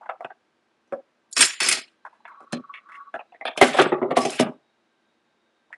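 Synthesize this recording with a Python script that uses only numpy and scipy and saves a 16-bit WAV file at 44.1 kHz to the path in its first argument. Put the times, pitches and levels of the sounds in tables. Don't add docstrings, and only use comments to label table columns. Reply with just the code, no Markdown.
import sys
import numpy as np
from scipy import signal
from scipy.fft import rfft, irfft
from scipy.io import wavfile
from scipy.ndimage import uniform_filter1d

SR = 44100
rng = np.random.default_rng(int(sys.argv[2]) if len(sys.argv) > 2 else 0)


def bounce(signal):
    frames = np.transpose(np.atleast_2d(signal))
    limited = np.clip(frames, -1, 1)
    pcm = np.round(limited * 32767).astype(np.int16)
    wavfile.write(sys.argv[1], SR, pcm)


N = 254448

# (pitch [Hz], width [Hz], level [dB])
CUP_MODES = [(1555, 99, -5), (1760, 190, 3), (1913, 120, 1.5), (2270, 260, 5), (2577, 170, -0.5),
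             (3010, 120, 2.5), (3490, 200, -5.5), (3800, 300, -5.5)]
UTENSIL_MODES = [(4060, 80, 1.5), (4675, 110, 3.5), (5210, 60, 6.5), (5540, 50, 6), (6300, 160, -4.5),
                 (6760, 170, -4), (7307, 60, 3), (8365, 99, 2.5), (8790, 50, 2), (9053, 50, 1.5),
                 (9350, 23, -5), (10700, 80, -6.5), (10580, 80, -7.5), (11770, 90, -1.5)]
# (lowest pitch [Hz], highest pitch [Hz], unpitched noise [dB], share of the blow's fade time [ratio],
#  first click [dB], first burst's fade [s], struck spot's ring [dB], that ring's width [Hz])
BODIES = [(121.3, 590, -11.5, 1, 19, .006, 5, 46), (494, 1264, -7.5, 0.99, 27, 0.0091, 0, 95),
          (1250, 3800, -3, 0.68, 12, 0.0012, -0.5, 180), (3900, 11000, -0.5, .7, 6.5, .003, 1.5, 90)]
LATE_S, LATE_NOISE_DB = 2.0, 6.5
SUPPRESS_DB, CUTOFF_HZ = 11, 15500
ONSET_S = .025


def amp(db):
    return 10 ** (np.asarray(db) / 20)


def rms_one(x):
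    return x / np.sqrt(np.mean(x ** 2) + 1e-20)


def resonance(x, hz, width):
    r = np.exp(-np.pi * width / SR)
    feedback = [1, -2 * r * np.cos(2 * np.pi * hz / SR), r * r]
    return signal.lfilter(np.array([1, 0, -1]) * (1 - r * r) / 2, feedback, x)


def band(x, low_hz, high_hz):
    return signal.sosfilt(signal.butter(4, [low_hz, high_hz], "band", fs=SR, output="sos"), x)


def swell(start, end, level_db, rise_db_per_s, fade_db_per_s):
    t = np.arange(N) / SR
    rise_db = rise_db_per_s * np.maximum(start - t, 0)
    fade_db = fade_db_per_s * np.maximum(t - end, 0)
    return amp(level_db - rise_db - fade_db)


def contacts(shape, per_s, rough_db):
    touches = (rng.random(shape) < per_s / SR) * amp(rough_db * np.minimum(rng.exponential(1, shape), 3))
    level = signal.lfilter([1], [1, -np.exp(-1 / (0.0066 * SR))], touches) + 0.89
    return rms_one(level * rng.standard_normal(shape))


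def whistle():
    # (start [s], end [s], first pitch [Hz], last pitch [Hz], level [dB])
    glide = (2, 6.5, 3999, 3650.5, -83.5)
    start, end, first_hz, last_hz, level_db = glide
    hz = np.interp(np.arange(N) / SR, [start, end], [first_hz, last_hz])
    tone = np.sqrt(2) * np.sin(2 * np.pi * np.cumsum(hz) / SR)
    waver = rms_one(resonance(rng.standard_normal(N), 20., 28.0))
    return swell(start, end, level_db, 100., 100.) * waver * tone


def hum():
    # (pitch [Hz], relative level [dB])
    noise_shape = [(35, -56), (60, -22), (170, -11.5), (203, -6.5), (232, 0), (289, -9.5), (331, 1.5),
                   (369, -5.5), (1050, -9), (1310, -10.5), (1530, -11.5), (2600, -15.5), (3790, -19.5),
                   (7000, -29.5), (12000, -39), (15600, -70.5), (22000, -120)]
    # (pitch [Hz], level [dB])
    appliance_tones = [(231, -90.5), (1572, -81.5)]
    shape_hz, shape_db = np.transpose(noise_shape)
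    hz = np.fft.rfftfreq(N, 1 / SR) + 1
    colour = amp(np.interp(np.log(hz), np.log(shape_hz), shape_db))
    noise = amp(-69.5) * rms_one(irfft(rfft(rng.standard_normal(N)) * colour, N))
    tones = sum(amp(db) * rms_one(resonance(rng.standard_normal(N), pitch, 8.5))
                for pitch, db in appliance_tones)
    return amp(SUPPRESS_DB) * (noise + tones + whistle())


def room_echo(x, fade_s=0.3, treble_fade_s=0.17, treble_db=-8.5):
    t = np.arange(SR // 3) / SR
    dull = rms_one(band(rng.standard_normal(len(t)), 57.9, 3500.0)) * amp(-60 * t / fade_s)
    bright = amp(treble_db - 60 * t / treble_fade_s) * rng.standard_normal(len(t))
    tail = (dull + bright) * (t > .006)
    return signal.fftconvolve(x, tail / np.sqrt(np.sum(tail ** 2)))[:N]


def tray_drag(edge_db_per_s=588):
    # (pitch [Hz], width [Hz], level [dB])
    modes = [(1130.6, 30.3, -2), (1298, 45, -9.5), (1399, 140, -15.5)]
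    # (start [s], end [s], level [dB])
    strokes = [(2.289, 2.666, -50), (2.693, 3.087, -47.5)]
    friction = contacts(N, per_s=34.0, rough_db=1.5)
    scrape = sum(amp(db) * resonance(resonance(friction, hz, width), hz, 3 * width)
                 for hz, width, db in modes)
    return sum(swell(*row, edge_db_per_s, edge_db_per_s) for row in strokes) * rms_one(scrape)


def slides(rise_db_per_s=1501):
    # (start [s], hold [s], cups [dB], utensils [dB], cups fade [dB/s], utensils fade [dB/s])
    slips = [(1.371, 0.019, -32.5, -22.5, 307, 304), (1.411, 0.0018, -21, -11.5, 158, 245),
             (1.633, 0.069, -28.5, -27.5, 155, 205), (3.579, .002, -39, -38, 753.5, 898),
             (3.619, 0.0016, -19, -60, 167.5, 269), (3.779, 0.025, -26, -54, 292, 354.5),
             (4.172, 0.0018, -24, -43, 498, 154), (4.227, 0.15, -43.5, -47.5, 400, 500),
             (3.72, 0.08, -46.5, -53.5, 303.5, 600), (4.397, 0.0032, -18, -42, 659, 901.5)]
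    out, t = np.zeros(N), np.arange(N) / SR
    sliding = ((t > 1.3) & (t < 2)) | ((t > 3.5) & (t < 4.6))
    late_noise_db = LATE_NOISE_DB * (t[sliding] > LATE_S)
    sliders = [(CUP_MODES, 3.2, -0.5), (UTENSIL_MODES, 1.3, -4. + late_noise_db)]
    for k, (modes, widen, noise_db) in enumerate(sliders):
        low_hz, high_hz = BODIES[k + 2][:2]
        volume = sum(swell(row[0], row[0] + row[1], row[2 + k], rise_db_per_s, row[4 + k])
                     for row in slips)
        pushes = contacts((len(modes) + 1, sliding.sum()), per_s=40., rough_db=6.)
        ring = sum(amp(db) * resonance(push, hz, widen * width)
                   for push, (hz, width, db) in zip(pushes, modes))
        noise = amp(noise_db) * rms_one(band(pushes[-1], low_hz, high_hz))
        out[sliding] += volume[sliding] * rms_one(rms_one(ring) + noise)
    return out


def clinks():
    # (time [s], pitch [Hz], width [Hz], level [dB], time to fade by 60 dB [s])
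    taps = [(1.326, 4560, 150, -52, 0.079), (1.714, 2250, 200, -30, 0.18), (3.411, 2050, 250, -39.5, .08),
            (5.728, 1850, 400, -39.5, 0.078)]
    out, t = np.zeros(N + SR), np.arange(SR // 4) / SR
    for start, hz, width, level_db, fade_s in taps:
        push = rng.standard_normal(len(t)) * amp(-60 * t / fade_s)
        push[0] += amp(20.5)
        note = resonance(resonance(push, hz, width), hz, width)
        out[round(start * SR):][:len(t)] += amp(level_db) * note / np.std(note[t < ONSET_S])
    return out[:N]


def struck_body(pushes, modes, low_hz, high_hz, noise_db, spot_hz, spot_db, spot_width):
    hz, widths, level_db = np.transpose(modes)
    in_range = (spot_hz > low_hz) & (spot_hz < high_hz)
    db_per_octave = np.where(in_range, 6, 4.5)[:, None]
    octaves_away = abs(np.log2(hz / spot_hz[:, None]))
    chance_db = 3.5 * rng.standard_normal((len(pushes), len(modes)))
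    strength = amp(level_db + chance_db - db_per_octave * octaves_away)
    total_strength = np.sqrt(strength ** 2 @ widths)[:, None]
    out = amp(noise_db) * total_strength / np.sqrt(high_hz - low_hz) * pushes
    for k in range(len(modes)):
        out += strength[:, [k]] * resonance(pushes, hz[k], widths[k]) * (-1) ** k
    spot_ring = np.array([resonance(push, pitch, spot_width) for push, pitch in zip(pushes, spot_hz)])
    out += in_range[:, None] * amp(spot_db) * total_strength / np.sqrt(spot_width) * spot_ring
    out = band(out, low_hz, high_hz)
    top_hz = np.where(in_range, np.minimum(1.675 * spot_hz, CUTOFF_HZ), CUTOFF_HZ)
    return np.array([signal.lfilter(*signal.butter(2, top, fs=SR), row) for row, top in zip(out, top_hz)])


def blows():
    # (time [s], shelf [dB], tray [dB], cups [dB], utensils [dB], spot pitch for shelf and
    #  tray [Hz], spot pitch for cups and utensils [Hz], base time for the bounces to fade by 60 dB [s])
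    hits = [(0.01, -66, -46, -53.5, -72, 853, 1370, 1),
            (0.058, -68.5, -46.5, -51.5, -81.5, 1010, 1430, 0.11),
            (0.091, -69, -30, -35.5, -63, 790, 1306, 0.2), (0.206, -61, -36, -52, -64.5, 680, 1490, 0.079),
            (0.222, -77.5, -69, -53, -69, 670, 1330, 0.59),
            (0.246, -45, -34.5, -40.5, -61, 800, 1440, 0.088),
            (0.304, -57, -42, -47.5, -82, 790, 1560, 0.15), (0.875, -73, -71, -79, -70.5, 410, 5880, 0.15),
            (0.923, -34, -28, -42.5, -58.5, 527.5, 1306, 0.15),
            (1.312, -80, -78.5, -74.5, -53.5, 740, 10650, 0.12),
            (1.327, -75.5, -71.5, -62, -37, 530, 6870, 0.07),
            (1.366, -42, -36.5, -27.5, -25, 1120, 5450, 0.16),
            (1.391, -33.5, -43, -26, -30, 1190, 8250, 0.19),
            (1.407, -41.5, -33, -20, -17, 990, 8330, 0.072),
            (1.418, -47.5, -42, -30.5, -24, 1400, 8974, 0.1),
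            (1.427, -38, -42.5, -28.5, -29.5, 1400, 7444, 0.12),
            (1.465, -53, -46.5, -44, -36.5, 1130, 7064, 1),
            (1.602, -60, -36.5, -24, -26.5, 1170, 2270, 0.57),
            (1.615, -39, -38.5, -29.5, -27.5, 1290, 4490, 0.21),
            (1.661, -41, -38, -45, -25.5, 1322, 5100, 0.45),
            (1.686, -61.5, -52.5, -23, -19.5, 1280, 10410, 0.072),
            (1.7125, -48, -39, -24, -20.5, 1370, 2207, 0.27),
            (1.771, -47, -45.5, -38.5, -39, 810, 4290, 0.14),
            (2.05, -62.5, -39.5, -44, -63.5, 1033, 1480, 0.27),
            (2.128, -81, -52.5, -57, -74, 905, 1620, 0.35), (2.2, -79, -54, -71.5, -90, 858, 1560, 0.16),
            (2.252, -77, -45.5, -45.5, -75, 929, 1670, 0.24),
            (2.278, -83, -60, -47.5, -65, 1047, 1350, 0.14),
            (2.314, -73, -48.5, -54.5, -89, 1057, 1340, 0.52),
            (2.404, -52.5, -48.5, -57.5, -64, 595, 1540, 0.17),
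            (2.524, -62, -42, -45.5, -45.5, 300, 9150, 0.055),
            (2.529, -28, -35, -36.5, -38, 250, 4140, 0.16),
            (2.739, -78.5, -52, -39.5, -65, 1115, 2235, 0.203),
            (2.888, -79, -52.5, -48.5, -68, 1080, 1470, 0.35),
            (2.918, -70.5, -55.5, -48.5, -62, 1110, 2090, 0.36),
            (3.14, -46.5, -32.0, -34.5, -58, 684, 1360, 0.15), (3.192, -83, -39, -46, -72, 817, 2530, 0.18),
            (3.322, -66.5, -48, -56.5, -87, 702.6, 2138, 0.2),
            (3.346, -59, -51.5, -51, -82, 790, 1780, 0.13),
            (3.411, -56.5, -39.0, -53, -73.5, 710, 2050, 0.054),
            (3.453, -47.5, -29, -30, -52.5, 644, 9500, 0.22),
            (3.483, -49, -36, -47, -65.5, 796, 2160, 0.041),
            (3.562, -71.5, -45, -56.5, -70, 1170, 1500, 0.053),
            (3.575, -35.5, -29, -31, -39.5, 584, 3200, 0.1),
            (3.613, -12.5, -9.5, -13, -28, 633, 2078, 0.12),
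            (3.642, -30, -31, -32.5, -33.5, 247, 1538, 0.32),
            (3.741, -41.5, -23.5, -34.5, -45, 604, 8030, 0.63),
            (3.767, -41, -29, -40.5, -49.5, 800, 10160, 0.2), (3.786, -15, -15, -18, -51, 385, 1448, 0.19),
            (3.815, -22, -31, -29, -35, 812, 2326, 0.11), (3.858, -24, -30, -31.5, -75, 390, 1426, 0.11),
            (3.919, -19, -23, -33.5, -75, 363, 1800, 0.24),
            (4.016, -21.5, -26.5, -41.5, -77, 364, 2010, 0.39),
            (4.107, -26.5, -24, -36.5, -54.5, 626, 2110, 0.2),
            (4.168, -21.5, -15.5, -32.5, -34, 740, 1900, 0.18),
            (4.205, -32, -32, -53, -36, 794, 5100, 0.97), (4.25, -24.5, -25, -33, -35.5, 660, 6120, 0.17),
            (4.321, -69.5, -42, -38.5, -42, 342, 2650, 0.48),
            (4.397, -17, -20, -50, -29.5, 244, 2600, 0.13), (4.424, -24.5, -30, -42, -59, 230, 1578, 0.24),
            (4.468, -43.5, -33.5, -55.5, -70, 241.6, 1586, 0.29),
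            (5.705, -77, -51.5, -79, -79, 817, 1756, 0.26), (5.728, -81, -53.5, -56, -63, 880, 1760, 0.15)]
    # (pitch [Hz], width [Hz], level [dB])
    shelf_modes = [(178, 24, -15), (231.2, 28, 5.5), (286, 100, 8), (321.4, 20, 0), (380, 71, 3),
                   (445.7, 60, -12)]
    tray_modes = [(509, 60, -11.5), (624, 64, 6.5), (740, 110, -1.5), (812.3, 60, 6), (913, 13, -11.5),
                  (1146, 23, 5.5), (1328, 100, -3.5)]
    hits = np.array(hits)
    out, t = np.zeros(N + SR), np.arange(SR // 3) / SR
    bounces = contacts((len(hits), len(t)), per_s=90., rough_db=1.1)
    for k, modes in enumerate([shelf_modes, tray_modes, CUP_MODES, UTENSIL_MODES]):
        low_hz, high_hz, noise_db, fade_share, click_db, burst_s, spot_db, spot_width = BODIES[k]
        starts, levels_db, spot_hz = hits[:, 0], hits[:, 1 + k], hits[:, 5 + k // 2]
        fade_s = np.clip(hits[:, [7]] * fade_share, .02, .5)
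        pushes = bounces * (amp(-60 * t / fade_s) + np.exp(-t / burst_s))
        pushes[:, 0] += amp(click_db)
        if modes is UTENSIL_MODES:
            noise_db = noise_db + LATE_NOISE_DB * (starts[:, None] > LATE_S)
        rings = struck_body(pushes + 1e-12, modes, low_hz, high_hz, noise_db, spot_hz, spot_db, spot_width)
        for start, level_db, ring in zip(starts, levels_db, rings):
            out[round(start * SR):][:len(t)] += amp(level_db) * ring / np.std(ring[t < ONSET_S])
    return out[:N]


def scene():
    clatter = blows() + clinks() + slides() + tray_drag()
    return (clatter + amp(-20.0) * room_echo(clatter) + hum())[None]


def noise_suppressor(x):
    spectrum = signal.stft(x, nperseg=512, noverlap=384)[2]
    power = uniform_filter1d(abs(spectrum) ** 2, size=7, axis=1)
    power = uniform_filter1d(power, size=5, axis=2)
    quiet = np.percentile(power, 30, axis=2, keepdims=True)
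    khz = np.fft.rfftfreq(512, 1000 / SR)[:, None]
    margin_db = 10.5 + 12.5 * np.clip(khz - 4.5, 0, 1)
    gain = np.clip(1 - amp(2 * margin_db) * quiet / power, 0, 1) ** 1.3 + amp(-SUPPRESS_DB)
    return signal.istft(spectrum * np.minimum(gain, 1), nperseg=512, noverlap=384)[1][:, :N]


def record(dry, treble_edge_hz=12400, bass_edge_hz=47.8):
    x = noise_suppressor(dry)
    x = signal.sosfilt(signal.cheby2(8, 38., treble_edge_hz, fs=SR, output="sos"), x)
    x = np.clip(x, -1, 1)
    x = signal.sosfilt(signal.butter(2, bass_edge_hz, "high", fs=SR, output="sos"), x)
    return signal.sosfilt(signal.cheby2(12, 70, CUTOFF_HZ, fs=SR, output="sos"), x)


dry = scene()
out = record(dry)
bounce(out)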